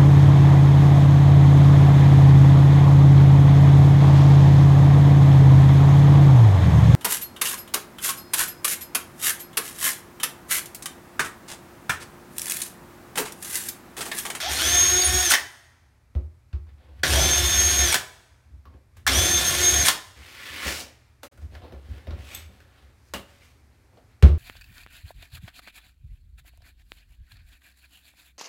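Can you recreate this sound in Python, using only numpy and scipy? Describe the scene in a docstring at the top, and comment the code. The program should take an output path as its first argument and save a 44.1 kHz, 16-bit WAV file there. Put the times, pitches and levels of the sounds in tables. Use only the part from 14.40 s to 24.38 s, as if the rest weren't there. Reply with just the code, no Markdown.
"""A cordless drill bores three holes in hollow wall board in a small tiled bathroom.
Its tones follow the motor speed over the rasp of gears and bit; the gears clack at start and stop.
Between holes the bit taps the wall, a hand wipes the dust off and fingers press in a squeaking
plastic anchor; a hammer lands the first blow. The hollow wall booms under every touch.
Faint hiss and mains hum lie underneath; the sound cuts out once, briefly."""
import sys
import numpy as np
from scipy import signal
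from scipy.fft import rfft, irfft, next_fast_len
from scipy.io import wavfile
from scipy.ndimage import uniform_filter1d

SR = 44100
rng = np.random.default_rng(int(sys.argv[2]) if len(sys.argv) > 2 else 0)


def int16_out(signal):
    """Quantize to a 16-bit WAV file."""
    q = np.round(np.clip(np.atleast_2d(signal).T, -1, 1) * 32767)
    wavfile.write(sys.argv[1], SR, q.astype(np.int16))


N = 440118
T = np.arange(N) / SR

# per hole: t/s, rasp level/dB, hiss/dB re rasp, growl/dB re rasp
BORING = [
    [(0.0, -28, -3.5, -16), (0.074, -28, -10.5, -17), (0.12, -26.5, 0, -11.5), (0.272, -22, -1.5, -12.5),
     (0.492, -24, -1.5, -15.5), (0.718, -25, 0, -15.5), (0.892, -24.5, -1, -21), (0.91, -18.5, 5.5, -17),
     (0.942, -17.5, -10, -18.5), (0.96, -18, -9.5, -13)],
    [(2.632, -17.5, -11.5, -5.5), (2.688, -25, -0.5, -8), (2.79, -21, -3, -2.5), (3.008, -24, -2, -12.5),
     (3.226, -23.5, -1.5, -12.5), (3.514, -23, -2, -12), (3.57, -25, -8, -3.5)],
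    [(4.667, -17, -11, -15), (4.703, -22, -4.5, -7), (4.775, -22.5, 0, -3.5), (4.957, -23.5, -1.5, -10),
     (5.287, -23, -1, -12), (5.445, -24, -2, -8), (5.459, -19, 2, -21.5), (5.491, -16.5, -1, -20),
     (5.515, -29.5, -3, -14)],
]
RUMBLE_DB = (-9.5, -6, -5)  # per hole, re growl
def drill():
    """Three bursts of speed-locked tones over the rasp of gears and bit; returns (whine, grinding)."""
    whine, grinding = np.zeros((2, N))
    for hole, rows in enumerate(BORING):
        t, (rasp_db, hiss_db, growl_db) = curves(rows)
        turns, tone_gain = motor(t, hole)
        add(whine, t[0], motor_whine(t, turns, hole) * tone_gain)
        tones = gear_tones(turns) * tone_gain
        noise = rasp(turns, hiss_db, growl_db, RUMBLE_DB[hole])
        fade = np.minimum(1, np.minimum(t - t[0], rows[-1][0] - t) / .0043)
        add(grinding, t[0], gain_of(rasp_db - 3.5) * (noise + tones) * fade)
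    return whine, grinding


# per hole: start/s, time constant/s, full speed/Hz, creep as the bit frees/(Hz/s), release/s, brake/s
MOTOR_RUNS = [(0.117, .051, 356.9, 13.0, 0.842, 0.915), (2.635, .052, 351.9, 11.5, 3.44, 3.535),
              (4.654, .040, 349.3, 15.0, 5.42, 5.465)]
def motor(t, hole):
    """The motor spins up, coasts on release and brakes; returns (turns, gain of its tones)."""
    start, lag, full_hz, creep, release, brake = MOTOR_RUNS[hole]
    coast_hz_per_s, knee_s = 560, .012
    spin_up = 1 - np.exp(-np.maximum(t - start, 0) / lag)
    coast_hz = coast_hz_per_s * knee_s * np.logaddexp(0, (t - release) / knee_s)
    speed_hz = full_hz * spin_up + creep * (t - start) - coast_hz
    deficit = np.clip(1 - speed_hz / full_hz, 0, 1)
    jitter = (.00021 + .03 * np.sqrt(deficit)) * drift(len(t), 150)
    turns = np.cumsum(speed_hz * (1 + jitter)) / SR
    gate = np.clip(np.minimum((spin_up - .7) / .07, (brake - t) / .015), 0, 1)  # 70 % speed to brake
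    return turns, gate * gain_of(-22 * deficit)


# per hole, level/dB: commutator buzz, half the gear whine frequency, third buzz harmonic
BUZZ_DB = [(-37.5, -44, -40), (-39.5, -40.5, -40), (-41.5, -44, -42.5)]
# per hole: t/s, gear whine/dB, shaft hum/dB, hum octave/dB, buzz octave/dB
WHINE_LEVELS = [
    [(0.19, -35.5, -47.5, -50, -34.5), (0.258, -26, -47, -46, -30), (0.354, -20, -46.5, -33.5, -30),
     (0.406, -19, -54, -44.5, -34), (0.442, -21, -44.5, -46, -37.5), (0.516, -22.5, -39, -51, -37.5),
     (0.564, -16, -31, -42.5, -33), (0.698, -27.5, -46.5, -38.5, -37.5), (0.756, -21.5, -34, -39.5, -41.5),
     (0.824, -27, -47, -35.5, -36.5), (0.874, -23.5, -42.5, -46.5, -37.5),
     (0.915, -25.5, -55.5, -32.5, -28)],
    [(2.725, -30, -34.5, -49, -28.5), (2.771, -30, -53.5, -39, -32), (2.857, -22.5, -37.5, -44.5, -28),
     (2.893, -27, -41, -48, -34.5), (2.933, -19, -46.5, -44.5, -30), (2.979, -21.5, -40.5, -36.5, -30.5),
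     (3.017, -30, -33, -47.5, -36), (3.143, -23, -55.5, -51, -30.5), (3.249, -20, -37.5, -48, -42),
     (3.315, -28.5, -46.5, -51, -55), (3.403, -21.5, -39, -37, -35), (3.535, -30, -41.5, -45, -41)],
    [(4.72, -29, -47.5, -42, -32), (4.808, -23, -44.5, -43, -24.5), (4.868, -28.5, -44.5, -44.5, -33.5),
     (4.938, -21, -33.5, -36.5, -32.5), (4.998, -26, -51.5, -50, -27), (5.024, -36.5, -41.5, -47, -32.5),
     (5.082, -21.5, -47.5, -51, -42.5), (5.19, -35, -37, -55, -46.5), (5.27, -14.5, -40.5, -44, -36.5),
     (5.32, -28, -40, -41, -33), (5.422, -22, -51, -43.5, -54), (5.465, -39.5, -41, -35, -13.5)],
]
BUZZ_ORDERS, WHINE_ORDERS = (5, 9, 15), (18, 1, 2, 10)  # multiples of motor speed, by column
WHINE_FLUTTER_DB = (2.4, 4.5, 4.5, 3.2)
def motor_whine(t, turns, hole):
    """Commutator, shaft and gears sound at multiples of the motor speed, each wavering in level."""
    out = np.zeros(len(t))
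    for order, db in zip(BUZZ_ORDERS, BUZZ_DB[hole]):
        waver_db = 2.5 * drift(len(t), 14) + 3 * drift(len(t), 60)
        out += gain_of(db + waver_db) * np.sin(2 * np.pi * order * turns)
    times, *levels = np.concatenate(WHINE_LEVELS).T
    for order, db, flutter_db in zip(WHINE_ORDERS, levels, WHINE_FLUTTER_DB):
        level_db = np.interp(t, times, db) + flutter_db * drift(len(t), 80)
        out += gain_of(level_db) * np.sin(2 * np.pi * order * turns)
    return np.sqrt(2) * out


# multiple of motor speed, level/dB re rasp
GEAR_ORDERS = [(4, -22), (6, -22), (12, -18.5), (13, -21.5), (16, -18.5), (20, -14.5), (25, -15),
               (30, -22.5), (36, -14), (40, -18.5)]
def gear_tones(turns):
    """Weaker motor and gear tones swell at random; orders 3 to 14 also sound as rough lines."""
    def tone(order):
        return np.sin(2 * np.pi * (order * turns + rng.random()))
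    swells_db = [3 * drift(len(turns), 25) for _ in GEAR_ORDERS]
    smooth = sum(gain_of(db + swell) * tone(order) for (order, db), swell in zip(GEAR_ORDERS, swells_db))
    rough = sum(drift(len(turns), 70) * tone(order) for order in range(3, 15))
    return smooth + gain_of(-17) * rough


# f/Hz, density/dB
RASP_SPECTRUM = [(71, -34.5), (120, -5), (241, -3.5), (355, 1), (454, -5.5), (712, -1.5), (805, -6),
                 (1750, -4.5), (2810, -5.5), (3240, 5), (4880, -2), (6370, -2), (7820, -14.5), (9210, -25),
                 (16000, -24.5)]
# f/Hz, width/Hz, level/dB
HOUSING_MODES = [(630, 70, -13), (1700, 360, 1.5), (2260, 540, 2.5), (3388, 220, -4.5), (5530, 120, -2.5),
                 (8940, 310, -4.5)]
def rasp(turns, hiss_db, growl_db, rumble_db):
    """Uneven grit throbs once a turn and rings the housing; air hisses and the board rumbles."""
    n = len(turns)
    grit = grains(n, 2.5, 900) * (1 + .3 * np.cos(2 * np.pi * turns))
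    noise = unit_rms(coloured(grit, RASP_SPECTRUM)) + gain_of(-4) * ring_modes(grit, HOUSING_MODES)
    hiss = gain_of(hiss_db) * unit_rms(band(noise, 7200, 14000))
    growl = gain_of(growl_db) * unit_rms(band(noise, 140, 820))
    rumble = gain_of(growl_db + rumble_db + 2.5 * drift(n, 18)) * unit_rms(band(noise, 120, 210))
    return unit_rms(band(noise, 750, 8700)) + hiss + growl + rumble


# t/s, snap level/dB, ring f/Hz, ring level/dB
GEAR_CLACKS = [(0.908, -6.5, 1470, -19), (0.918, 5, 2020, -20), (0.937, 1.5, 1890, -12.5),
               (0.94, -6.5, 1850, -17), (0.952, -12, 1887, -22.5), (2.633, -7, 1642, -14),
               (2.643, -11, 1680, -19), (3.526, -2, 2270, -22.5), (3.543, 4, 1685, -19.5),
               (3.556, -6, 1700, -27), (4.666, -2, 1600, -20), (4.676, 1.5, 2120, -19.5),
               (5.455, -5, 2400, -32), (5.468, -9, 1980, -18), (5.484, 6, 1790, -31),
               (5.498, -13, 1560, -27)]
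def gear_clacks():
    """Gears take up slack at start and stop: a snap that rattles on and rings the housing."""
    out, t = np.zeros(N), np.arange(3000) / SR
    envelope = (decay(t, .024) + gain_of(-10) * decay(t, .12)) * (1 - np.exp(-t / .00011))
    for start, db, hz, ring_db in GEAR_CLACKS:
        noise = rng.standard_normal(len(t))
        snap = coloured(noise * envelope, [(300, -18.5), (900, 2), (7000, -3.5), (16000, -11.5)])
        ring = unit_rms(resonate(resonate(noise, hz, 400), hz, 400)) * decay(t, .071)
        add(out, start, gain_of(db - 11.5) * snap + gain_of(ring_db - 1.5) * ring)
    return out


# t/s, length/s, first f/Hz, last f/Hz, level/dB
CHIRPS = [(0.022, 0.088, 580, 978, -32.5), (0.143, 0.082, 4090, 4570, -32.5),
          (0.205, 0.038, 3450, 3470, -30), (0.616, 0.014, 4800, 4550, -21),
          (0.643, 0.026, 9000, 9850, -16.5)]
# t/s, level/dB
BRAKE_BITES = [(0.9043, -15.5), (3.5184, -14), (5.456, -16.5)]
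def squeals():
    """Motor and bit chirp in short glides; the brake bites with a falling squeal."""
    out = np.zeros(N)
    brakes = [(start, .015, 10100, 7400, db - 7) for start, db in BRAKE_BITES]
    for start, length, first_hz, last_hz, db in CHIRPS + brakes:
        n = int(length * SR)
        hz = np.geomspace(first_hz, last_hz, n) * (1 + .0022 * drift(n, 730))
        add(out, start, gain_of(db) * np.sin(2 * np.pi * np.cumsum(hz) / SR) * signal.windows.tukey(n, .5))
    return out


# t/s, level/dB, treble/dB re level, ring f/Hz, ring/dB re snap, boom/dB, shudder/dB
WALL_TAPS = [(1.751, -38, -26, 580, 4, -20.5, -37.5), (2.129, -43.5, -22, 639, 0, -25, -62),
             (2.268, -56.5, -26.5, 1005, 11, -47, -68), (4.254, -43, -25, 1100, 22, -54.5, -56),
             (4.339, -53, -30, 1614, 7.5, -51, -54), (4.568, -46, -5, 1575, 2, -41, -73),
             (6.258, -34, -20, 2820, 3, -32.5, -33), (6.832, -31.5, -5.5, 559, 8, -68, -61),
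             (6.975, -51, -6, 1425, 9, -42, -55), (7.016, -52, -18.5, 611, -3, -38, -59),
             (7.122, -51, -23, 646, 5, -45, -55), (7.151, -38, -24, 657, 7, -44, -62),
             (7.219, -45, -29, 660, 0, -44, -64), (7.323, -37.5, -29, 501, 26, -39, -45),
             (7.67, -37.5, -22, 581, 14, -50, -41), (7.707, -37.5, -22, 513, 2.5, -30.5, -40),
             (8.09, -58, -21, 597, 0, -63, -50), (8.203, -45, -14, 1550, 11, -65, -71),
             (8.737, -22, -7.5, 2764, 4, -52, -36.5), (9.018, -47.5, -25, 2115, 17, -69, -68),
             (9.529, -61, -25, 656, 16, -64, -65.5), (9.572, -51, -30, 670, 22, -67, -53.5),
             (9.825, -17.5, -16.5, 1150, -8, -2, -20)]
def taps():
    """Each tap snaps, shudders the board's dense modes and booms the wall; returns (snaps, booms)."""
    snaps, booms = np.zeros((2, N))
    t = np.arange(SR // 3) / SR
    boom = wall_boom(t)
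    for start, db, treble_db, hz, ring_db, boom_db, shudder_db in WALL_TAPS:
        noise = rng.standard_normal(len(t))
        add(snaps, start, gain_of(db) * contact_snap(t, noise, treble_db, hz, ring_db))
        shudder = unit_rms(coloured(noise, [(90, -29), (150, 14), (600, 2), (1500, -30.5), (5000, -71)]))
        add(booms, start, gain_of(shudder_db) * shudder * decay(t, .22) * (1 - np.exp(-t / .0033)))
        swing = gain_of(boom_db + 4) * boom
        swing += .63 * band(swing ** 2, 98, 2020)  # a large swing is lopsided
        add(booms, start + .0035, swing)
    return snaps, booms


def contact_snap(t, noise, treble_db, ring_hz, ring_db):
    """A hard contact: a sharp burst of noise with a short ring and a faint tail."""
    envelope = np.exp(-t / .0015) + gain_of(-9.5) * decay(t, .19) + gain_of(-29) * decay(t, .5)
    hit = noise * envelope * (1 - np.exp(-t / .00047))
    body = coloured(band(hit, 160, 5600), [(250, -3), (1300, 2.5), (1900, -.5), (3800, -5.5), (6000, -13)])
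    body += gain_of(ring_db) * resonate(hit, ring_hz, 110)
    treble = coloured(band(hit, 6300, 24000), [(5000, 7.5), (16000, -3)])
    return body / np.abs(body).max() + gain_of(treble_db) * treble


# f/Hz, level/dB, t60/s
WALL_MODES = [(69.6, 6.5, 0.28), (79.03, 3, 0.33), (89.5, -6.5, 0.058), (144.5, -17, 0.25),
              (218, -29, 0.23), (301.5, -21.5, 0.26), (359, -23.5, 0.41), (415, -33.5, 0.53),
              (490, -37, .25), (537, -34.5, 0.22), (622, -37, 0.45), (840, -38, .25), (915, -32.5, 0.14),
              (1173, -37.5, .3), (1260, -36.5, .25)]
def wall_boom(t):
    """The pushed hollow wall swings up over a cycle, then its modes ring down."""
    boom = sum(gain_of(db) * decay(t, t60) * np.sin(2 * np.pi * hz * t) for hz, db, t60 in WALL_MODES)
    boom *= -(1 - np.exp(-t / .0044)) ** 2
    return boom / np.abs(boom).max()


def shaken_wall():
    """Uneven force keeps the four lowest wall modes swinging, with denser modes above."""
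    force = rng.standard_normal(N)
    swing = sum(gain_of(db) * unit_rms(resonate(resonate(force, hz, 1.7 / t60), hz, 26))
                for hz, db, t60 in WALL_MODES[:4])
    swing += gain_of(-15) * unit_rms(band(force, 83, 250))
    envelope = np.sqrt(uniform_filter1d(swing ** 2, 1500)) + .15
    return wall_pressure() * unit_rms(swing / envelope ** .34)


# t/s, level/dB, hold/s
WALL_SHOVES = [(0.116, -35.5, .01), (0.27, -31.5, 0.016), (0.348, -31.5, 0.0065), (0.43, -32, 0.12),
               (0.692, -26.5, 0.07), (2.34, -44.5, .01), (2.51, -45, .1), (2.67, -33, 0.027),
               (2.74, -18.5, 0.018), (2.82, -21, .01), (3.03, -24.5, 0.029), (3.16, -29, 0.022),
               (3.26, -34, 0.0091), (3.42, -23.5, 0.02), (4.129, -42, .02), (4.3, -44.5, 0.019),
               (4.591, -45, 0.011), (4.69, -29.5, .03), (4.78, -23, 0.015), (4.9, -32, 0.043),
               (5.11, -33, .01), (5.21, -32, .01), (5.32, -28, .01), (5.4, -28, 0.0075), (5.8, -44, 0.0062),
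               (6.11, -47, .02), (6.26, -40, .02), (6.34, -46, 0.018), (6.51, -60, .02), (7.05, -36.5, .01),
               (7.19, -43, .01), (7.34, -40, 0.032), (7.51, -30.5, 0.009), (7.69, -35.5, 0.1),
               (7.88, -47.5, 0.2), (8.45, -52, 0.0095), (8.76, -46.5, .01)]
BORING_DB, REST_DB = (-42.5, -32, -38), -63.5
RISE_DB_PER_S, FALL_DB_PER_S = 299, 219.5
def wall_pressure():
    """How hard the wall shakes: at rest, under the boring bit and at each shove of bit or hand."""
    t = T[::100]
    spans = [(start, start + hold, db) for start, db, hold in WALL_SHOVES]
    spans += [(rows[0][0] + .072, rows[-1][0] - .08, db) for rows, db in zip(BORING, BORING_DB)]
    power = gain_of(REST_DB) ** 2
    for start, end, db in spans:
        drop_db = RISE_DB_PER_S * np.maximum(start - t, 0) + FALL_DB_PER_S * np.maximum(t - end, 0)
        power += gain_of(db - drop_db) ** 2
    return np.interp(T, t, np.sqrt(power))


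# start/s, peak/s, end/s, level/dB, treble/dB re scrape, low mids/dB re scrape, scrape f/Hz
SMALL_RUBS = [(2.262, 2.291, 2.35, -60, -17.5, -2, 1668), (2.349, 2.415, 2.6, -58.5, -20, 2, 1736),
              (2.443, 2.491, 2.58, -62, -14.5, 8.5, 1508), (2.5, 2.597, 2.632, -55.5, -10, -3, 1690),
              (4.25, 4.34, 4.41, -66, -14.5, 10.5, 1770), (4.551, 4.577, 4.64, -55.5, -8.5, -11, 1850),
              (6.823, 6.845, 6.91, -48, -3, 2, 1300), (6.949, 7.03, 7.13, -60, -2, -7.5, 1750),
              (7.101, 7.147, 7.21, -48.5, -7.5, 3.5, 1810), (7.192, 7.253, 7.37, -48.5, -19, 7.5, 1690),
              (7.301, 7.56, 7.72, -49.5, -9, -1, 1690), (7.602, 7.794, 7.95, -49.5, -10.5, 0.5, 2040),
              (7.782, 7.949, 8.07, -37.5, -5, -9.5, 2360), (8.001, 8.154, 8.35, -56.5, -6.5, -3, 1550),
              (8.145, 8.382, 8.62, -56, -11, -3, 1620), (8.54, 8.689, 8.74, -63.5, 3, -13, 1960),
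              (8.804, 8.905, 9.05, -53.5, -5, -4.5, 1780), (8.899, 9.046, 9.22, -54.5, -2.5, -11, 2270),
              (9.25, 9.349, 9.45, -65.5, -9, -8.5, 1790), (9.423, 9.565, 9.68, -70, -4, 12.5, 1700),
              (9.66, 9.718, 9.79, -62, -13, -17, 1970)]
# t/s, level/dB, treble/dB re scrape, low mids/dB re scrape, scrape f/Hz
DUST_WIPE = [(5.75, -49, -8, -3.5, 1970), (5.918, -41.5, -5.5, -14, 2270), (6.008, -36.5, -7, -14.5, 1910),
             (6.186, -31.5, -8, -14.5, 2120), (6.284, -23.5, -3.5, -10.5, 2060),
             (6.414, -36.5, 3, -7.5, 2480), (6.46, -49.5, 0, 0, 2230), (6.58, -71, -4.5, -7, 2010),
             (6.75, -70, -4, -9, 1854)]
def hand_rubs():
    """Small rubs of skin, sleeve and plastic swell and fade; a hand sweeps the wall."""
    out = np.zeros(N)
    for start, peak, end, db, *colour in SMALL_RUBS:
        add(out, start, friction([(start, db - 17, *colour), (peak, db, *colour), (end, db - 17, *colour)]))
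    add(out, DUST_WIPE[0][0], friction(DUST_WIPE))
    return out


def friction(rows):
    """Fine friction grains: a scrape band with hiss above and a dull brush below."""
    t, (db, treble_db, low_db, hz) = curves(rows)
    grit = grains(len(t), 2.1, 400)
    scrape = unit_rms(unit_rms(band(grit, 950, 4400)) + .89 * unit_rms(resonate(grit, hz, 600)))
    hiss = unit_rms(coloured(band(grit, 4400, 25000), [(4800, .5), (16000, -18)]))
    brush = unit_rms(band(grit, 170, 880))
    mix = scrape + gain_of(treble_db) * hiss + gain_of(low_db) * brush
    return gain_of(db - 6.5) * mix * signal.windows.tukey(len(t), .05)


# t/s, level/dB
ANCHOR_TWIST = [(7.8, -64), (7.844, -68), (7.858, -60), (7.94, -47), (7.95, -28), (8.076, -71),
                (8.121, -64)]
# f/Hz, width/Hz, level/dB
ANCHOR_MODES = [(3510, 120, -2.5), (6440, 120, -5), (8000, 170, -0.5), (12000, 100, -6), (12300, 100, -6)]
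def anchor_squeak():
    """Fast stick-slip of plastic on gypsum rings the anchor as it is twisted in."""
    out = np.zeros(N)
    t, (db,) = curves(ANCHOR_TWIST)
    squeak = ring_modes(grains(len(t), 6.2, 207.7), ANCHOR_MODES)
    add(out, t[0], gain_of(db - 10) * squeak * signal.windows.tukey(len(t), .2))
    return out


# f/Hz, t60/s
TILE_DECAY = [(100, .25), (260, 0.31), (700, .36), (1840, 0.25), (4850, 0.23), (12800, .18)]
def bathroom(x):
    """Sparse echoes of random sign, each band dying at its own rate; the next room lingers faintly."""
    echoes = np.zeros(SR)
    slots = np.arange(120, SR - 20, 12)
    echoes[slots + rng.integers(0, 12, len(slots))] = rng.choice([-1., 1.], len(slots))
    hz, t, spectra = signal.stft(echoes, SR, nperseg=256)
    band_hz, t60 = np.transpose(TILE_DECAY)
    fall_db = -60 * t / np.interp(np.log(hz + 1), np.log(band_hz), t60)[:, None]
    next_room = gain_of(-20.5 + .25 * fall_db)
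    tail = signal.istft(spectra * (gain_of(fall_db) + next_room), SR, nperseg=256)[1]
    return signal.fftconvolve(x, tail / np.linalg.norm(tail))[:N]


# f/Hz, density/dB
AIR_SPECTRUM = [(15, -34.5), (25, -9), (53, -4.5), (84, 1), (134, -12), (175, -23), (229, -14.5),
                (531, -23.5), (2410, -28), (2910, -36.5), (4250, -34.5), (12900, -41.5), (16000, -50)]
# f/Hz, rms level/dB
MAINS_HUM = [(60, -71.5), (120, -67)]
CUT_START_S, CUT_END_S = 6.884, 6.913
def still_air():
    """Room and microphone hiss with faint mains hum; the hiss is fainter before the cut-out."""
    hum = sum(np.sqrt(2) * gain_of(db) * np.sin(2 * np.pi * hz * T) for hz, db in MAINS_HUM)
    air = unit_rms(coloured(rng.standard_normal(N), AIR_SPECTRUM))
    low = band(air, 12, 300)
    hiss = (air - low) * np.where(T < CUT_START_S, gain_of(-3.5), 1)
    return gain_of(-58.5 + .63 * drift(N, 20)) * (low + hiss) + hum


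def gain_of(db):
    """dB to gain."""
    return 10 ** (np.asarray(db) / 20)


def decay(t, t60):
    """Falls 60 dB in t60 seconds."""
    return gain_of(-60 * t / t60)


def unit_rms(x):
    """Scales to rms 1."""
    return x / np.sqrt(np.mean(x ** 2) + 1e-20)


def add(mix, start_s, sound):
    """Mixes a sound in at start_s."""
    part = mix[round(start_s * SR):][:len(sound)]
    part += sound[:len(part)]


def curves(rows):
    """Interpolates (t/s, values...) rows per sample; returns (t, columns)."""
    times, *columns = np.transpose(rows)
    t = np.arange(times[0], times[-1], 1 / SR)
    return t, [np.interp(t, times, column) for column in columns]


def coloured(x, points):
    """Filters by a (f/Hz, level/dB) spectrum."""
    hz, db = np.transpose(points)
    size = next_fast_len(len(x), True)
    f = np.fft.rfftfreq(size, 1 / SR)
    return irfft(rfft(x, size) * gain_of(np.interp(np.log(f + 1), np.log(hz + 1), db)), size)[:len(x)]


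def band(x, low_hz, high_hz):
    """Band-pass."""
    sos = signal.butter(3, [low_hz, min(high_hz, .45 * SR)], "bandpass", fs=SR, output="sos")
    return signal.sosfilt(sos, x)


def resonate(x, hz, width_hz):
    """Unity-gain resonance, steady or gliding: shift hz to zero, smooth, shift back."""
    carrier = np.exp(2j * np.pi * np.cumsum(hz * np.ones(len(x))) / SR)
    pole = np.exp(-np.pi * width_hz / SR)
    return 2 * (carrier * signal.lfilter([1 - pole], [1, -pole], x * carrier.conj() + 1e-18)).real


def ring_modes(x, modes):
    """Drives (f/Hz, width/Hz, level/dB) resonances; rms 1."""
    return unit_rms(sum(gain_of(db) * unit_rms(resonate(x, hz, width)) for hz, width, db in modes))


def drift(n, per_s):
    """Random curve through per_s unit-normal knots a second."""
    knots = rng.standard_normal(int(n / SR * per_s) + 2)
    return np.interp(np.arange(n) / SR * per_s, np.arange(len(knots)), knots)


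def grains(n, depth_db, per_s):
    """Noise with a randomly flickering level."""
    return rng.standard_normal(n) * gain_of(depth_db * drift(n, per_s))


def scene():
    """Drill, taps and rubbing in the room, over the shaking wall and the still air."""
    whine, grinding = drill()
    rubbing = hand_rubs() + anchor_squeak()
    snaps, booms = taps()
    gears = gear_clacks() + squeals()
    direct = whine + grinding + gears + snaps + rubbing + booms
    room_send = gain_of(-12) * (whine + snaps) + gain_of(-7.5) * grinding + gain_of(-5) * gears
    room_send += gain_of(-5.5) * rubbing + gain_of(-10.5) * booms
    return (direct + bathroom(room_send) + shaken_wall() + still_air())[None]


def record(dry):
    """Microphone bass roll-off, soft overload on the loudest blow, a brief cut-out, band limit."""
    ceiling, edge_hz = 1.25, 15900
    thin = signal.sosfilt(signal.butter(2, 45., "highpass", fs=SR, output="sos"), dry)
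    gate = np.clip(np.maximum(CUT_START_S - T, T - CUT_END_S) / .011, 0, 1)
    limited = ceiling * np.tanh(thin / ceiling) * gate
    lowpass = signal.firwin(511, edge_hz, window=("kaiser", 9), fs=SR)
    return signal.oaconvolve(limited, lowpass[None], "same")


dry = scene()
out = record(dry)
int16_out(out)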